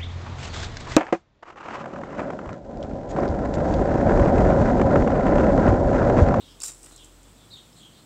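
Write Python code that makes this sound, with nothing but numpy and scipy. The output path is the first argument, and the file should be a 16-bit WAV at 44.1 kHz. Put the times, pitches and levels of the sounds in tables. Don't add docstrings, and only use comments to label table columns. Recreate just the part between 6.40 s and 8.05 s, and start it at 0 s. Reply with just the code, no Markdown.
import sys
import numpy as np
from scipy import signal
from scipy.fft import rfft, irfft, next_fast_len
from scipy.io import wavfile

SR = 44100
rng = np.random.default_rng(int(sys.argv[2]) if len(sys.argv) > 2 else 0)


def generate_wav(sig):
    pcm = np.round(np.clip(np.atleast_2d(sig).T, -1, 1) * 32767).astype(np.int16)
    wavfile.write(sys.argv[1], SR, pcm)


N = 72765
T = np.arange(N) / SR


def from_db(db):
    return 10 ** (np.asarray(db) / 20)


def rms_one(x):
    return x / np.sqrt(np.mean(x ** 2) + 1e-20)


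def colour(x, spectrum):
    size = 2 * next_fast_len(N)
    hz, db = np.transpose(spectrum)
    bin_hz = np.arange(size // 2 + 1) * SR / size
    gain = rms_one(from_db(np.interp(np.log(bin_hz + 1), np.log(hz), db)))
    cepstrum = irfft(np.log(gain))
    cepstrum[1:size // 2] *= 2
    cepstrum[size // 2 + 1:] = 0
    return irfft(rfft(x, size) * np.exp(rfft(cepstrum)))[:N]


def noise(spectrum):
    return colour(rng.standard_normal(N), spectrum)


def drift(corner_hz):
    pole = np.exp(-2 * np.pi * corner_hz / SR)
    wander = signal.lfilter([1], [1, -2 * pole, pole * pole], rng.standard_normal(2 * N))
    return rms_one(wander[N:])


def bursts(contacts, t60_s=0.0075):
    level = sum(from_db(db - 60 * np.maximum(T - start_s - length_s, 0) / t60_s) * (T >= start_s)
                for start_s, db, length_s in contacts)
    return level * rng.choice([-1, 1], N)


def drops(per_s, spread_db=1):
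    sizes = from_db(spread_db * np.minimum(rng.exponential(1, N), 4))
    signs = rng.choice([-1, 1], N)
    return rms_one(sizes * signs * (rng.random(N) < per_s / SR))


def flow(start_s, hold_s, sag_db_per_s, attack_s=0.010, release_db_per_s=404):
    age_s = np.maximum(T - start_s, 0)
    closing_s = np.maximum(age_s - attack_s - hold_s, 0)
    return np.minimum(age_s / attack_s, 1) * from_db(-sag_db_per_s * age_s - release_db_per_s * closing_s)


def nozzle():
    # t/s, level/dB, length/s
    clicks = [(.2028, -33, 0.00084), (.2178, -33, 0.002), (.2198, -33.5, 0.00073), (.2235, -50, .001),
              (.2332, -28, 0.0013), (.2362, -27.5, 0.0022), (.2440, -46, .001), (.2525, -34.5, 0.0014),
              (.2595, -31.5, 0.0033), (.2712, -38, 0.0011), (.2815, -30, .001), (.2880, -41, 0.0046),
              (.309, -42, 0.00078), (.318, -41, 0.0019), (.335, -45, 0.00078), (.3470, -43.5, 0.0016)]
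    # f/Hz, relative density/dB
    impact_spectrum = [(500, -24), (1100, -19), (2000, -24), (2700, -16.5), (3400, -24), (3800, -11),
                       (4200, -19), (5200, -9.5), (6000, -8), (6800, -9), (7250, 3.5), (7900, -6),
                       (8300, -5), (9000, -7), (9700, -20.5), (10400, -11.5), (11000, -27), (13000, -24),
                       (15500, -34)]
    mist_spectrum = [(6000, -33), (10000, -7), (11500, 10), (13000, 11), (15500, -1)]
    spit = flow(start_s=0.231, hold_s=0.045, sag_db_per_s=42)
    impacts = bursts(clicks) + from_db(-36.5) * spit * drops(per_s=3300)
    mist = from_db(-50) * spit ** 2 * noise(mist_spectrum)
    return colour(impacts, impact_spectrum) + metal_ring(impacts) + mist


def metal_ring(impacts, t60_s=0.2):
    # f/Hz, relative level/dB
    modes = [(3914, -70), (5152, -68), (5787, -67), (5933, -63), (6583, -58), (7111, -57), (7251, -58),
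             (7290, -56), (7327, -58), (7516, -60), (7671, -57), (7870, -62), (8140, -60), (8252, -58),
             (8845, -60), (9216, -65), (10379, -71), (11760, -78), (12360, -76)]
    energy_pole = from_db(-120 / (t60_s * SR))
    swell = np.sqrt(signal.lfilter([1], [1, -energy_pole], impacts ** 2 + 1e-20))
    tones = sum(from_db(db) * np.sin(2 * np.pi * (hz * T + rng.random())) for hz, db in modes)
    return 2 * swell / swell.max() * tones


def scuffs():
    # t/s, level/dB, length/s
    contacts = [(.2105, -42, 0.0046), (.2195, -55, .003), (.462, -57, .002), (.5775, -52, .002),
                (1.3287, -57, 0.0018)]
    # f/Hz, relative density/dB
    spectrum = [(800, -29), (2000, -18), (2700, 4), (4000, -0.5), (5400, 10.5), (6500, -19), (14000, -20)]
    return colour(bursts(contacts), spectrum)


def wet_ticks():
    # t/s, level/dB, length/s
    ticks = [(.376, -67, 0.0029), (.4298, -43.5, 0.0033), (.437, -52, 0.0046), (.443, -46, 0.0048),
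             (.4575, -48.5, 0.0038), (.4620, -49, 0.0017), (.4988, -48.5, 0.0017), (.519, -54, 0.011),
             (.5606, -46.5, 0.0038), (.5775, -58, .002), (.6445, -49, 0.0044), (.6565, -54, 0.0018),
             (.830, -57, 0.0039), (1.260, -71, 0.0025), (1.3287, -74, .002)]
    # f/Hz, relative density/dB
    spectrum = [(1500, -44), (4000, -23), (5300, -9.5), (6500, -8), (8000, 1), (9200, -8.5), (11000, -16.5),
                (15500, -29)]
    trickle = flow(start_s=0.317, hold_s=0.36, sag_db_per_s=21.5)
    impacts = bursts(ticks) + from_db(-55.5) * trickle * drops(per_s=700)
    return colour(impacts, spectrum)


def splats():
    # t/s, level/dB, length/s
    landings = [(.2360, -44, 0.0033), (.2445, -49, 0.0051), (.252, -66, .008), (.284, -50.5, 0.0198),
                (.2965, -66, 0.0043), (.348, -70, 0.0041), (.437, -57.5, 0.0066), (.4595, -53, 0.012),
                (.483, -57, .007), (.511, -48.5, 0.0017), (.523, -50, 0.0017)]
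    # f/Hz, relative density/dB
    spectrum = [(120, -19.5), (300, 9.5), (600, -0.5), (1200, 3.5), (2000, -1), (3200, 2), (6000, -14),
                (14000, -16)]
    return colour(bursts(landings), spectrum)


def muzzle_bumps():
    # t/s, level/dB, length/s
    contacts = [(.438, -56, .012), (.461, -58, .008), (.523, -56, .007)]
    # f/Hz, relative density/dB
    spectrum = [(100, -5), (200, -9), (300, 4), (450, -11), (800, -6), (2000, -49), (8000, -60)]
    return colour(bursts(contacts), spectrum)


def echoes(x, t60_s):
    tail = rng.standard_normal(N) * from_db(-60 * T / t60_s) * (T > 0.004)
    return signal.fftconvolve(x, tail / np.sqrt(np.sum(tail ** 2)))[:N]


def sparrows(octave_band_hz=7560, octave_width_hz=1400):
    # t/s, length/s, first f/Hz, last f/Hz, level/dB, warble/share of f, relative octave/dB
    chirps = [(-.01, 0.065, 3767, 3470, -55.5, 0.11, -15), (0.031, 0.12, 5280, 5000, -65.5, 0.079, -23),
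              (.055, 0.08, 3440, 3190, -58, 0.088, -11), (0.5, 0.1, 4000, 4120, -61.5, 0.064, -17),
              (0.575, .065, 3400, 3160, -55.5, .1, -15), (0.835, 0.045, 3440, 3354, -68, 0.047, -8),
              (.955, 0.12, 3700, 3346, -64.5, .1, -16), (1.08, 0.016, 5080, 5190, -72, 0.039, -25),
              (1.102, 0.035, 3950, 4176, -51, 0.064, -20), (1.128, 0.0092, 4490, 4310, -54, 0.031, -20),
              (1.13, 0.015, 3756, 3673, -44.5, 0.0216, -20), (1.152, 0.0398, 3800, 3490, -51, 0.0748, -9),
              (1.35, 0.077, 3750, 4100, -60, .12, 0.5), (1.391, 0.098, 3318, 3130, -54.5, .065, -13),
              (1.525, 0.086, 4066, 3700, -62, .11, -15)]
    song, octave = np.zeros(N), np.zeros(N)
    for start_s, length_s, first_hz, last_hz, db, warble, octave_db in chirps:
        progress = np.clip((T - start_s) / length_s, 0, 1)
        glide_hz = first_hz + (last_hz - first_hz) * progress
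        pitch_hz = glide_hz * (1 + warble * drift(corner_hz=420))
        phase = 2 * np.pi * np.cumsum(pitch_hz) / SR
        level = from_db(db) * np.sqrt(2 * np.abs(np.sin(np.pi * progress)))
        song += level * np.sin(phase)
        octave += level * from_db(octave_db) * np.sin(2 * phase)
    band = signal.iirpeak(octave_band_hz, octave_band_hz / octave_width_hz, fs=SR)
    song += signal.lfilter(*band, octave)
    return song + echoes(song, t60_s=0.37)


def engine():
    # t/s, f/Hz, level/dB
    firing = [(0.0, 45.5, -66), (0.1, 46, -57.5), (0.266, 43.04, -57.5), (0.642, 42.17, -55.5),
              (0.876, 46.2, -54.5), (1.066, 51.2, -64), (1.516, 51.4, -63.5), (1.626, 52, -70),
              (1.65, 52.4, -84)]
    # t/s, level/dB
    second_levels = [(0, -56.5), (.3, -89), (.6, -63), (.85, -66), (1.0, -58), (1.15, -68), (1.65, -84)]
    times_s, hz, db = np.transpose(firing)
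    phase = 2 * np.pi * np.cumsum(np.interp(T, times_s, hz)) / SR
    fundamental = from_db(np.interp(T, times_s, db)) * np.sin(phase)
    second = from_db(np.interp(T, *np.transpose(second_levels))) * np.sin(2 * phase)
    return np.sqrt(2) * (fundamental + second)


def traffic(rise_db_per_s=0.03):
    # f/Hz, relative density/dB
    spectrum = [(25, -23), (60, -6.5), (130, 1.5), (200, -7), (300, -0.5), (380, -5.5), (470, -6),
                (700, -9.5), (1300, -12.5), (2100, -20.5), (4000, -27.5)]
    return from_db(-57 + rise_db_per_s * (T - T.mean())) * noise(spectrum)


def rumble():
    # t/s, level/dB
    levels = [(0, -66.5), (.6, -73), (1.0, -58), (1.22, -64.5), (1.35, -56), (1.65, -60)]
    # f/Hz, relative density/dB
    spectrum = [(40, -34.5), (100, -6), (165, -3), (230, -7.5), (400, -17.5), (1500, -44.5)]
    return from_db(np.interp(T, *np.transpose(levels))) * noise(spectrum)


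def air():
    # f/Hz, relative density/dB
    spectrum = [(1000, -5), (2200, -1), (3300, 2.5), (5200, -0.5), (6600, -1.5), (7600, 5), (8400, 5),
                (9100, -5.5), (10500, -9.5), (15500, -15.5)]
    return from_db(-60) * noise(spectrum)


def scene():
    near = nozzle() + scuffs() + wet_ticks() + splats() + muzzle_bumps()
    yard = from_db(-7) * echoes(near, t60_s=0.091)
    return (near + yard + sparrows() + engine() + traffic() + rumble() + air())[None]


def record(dry, cutoff_hz=15750):
    return signal.sosfilt(signal.ellip(12, 0.1, 70, cutoff_hz, fs=SR, output="sos"), dry)


dry = scene()
out = record(dry)
generate_wav(out)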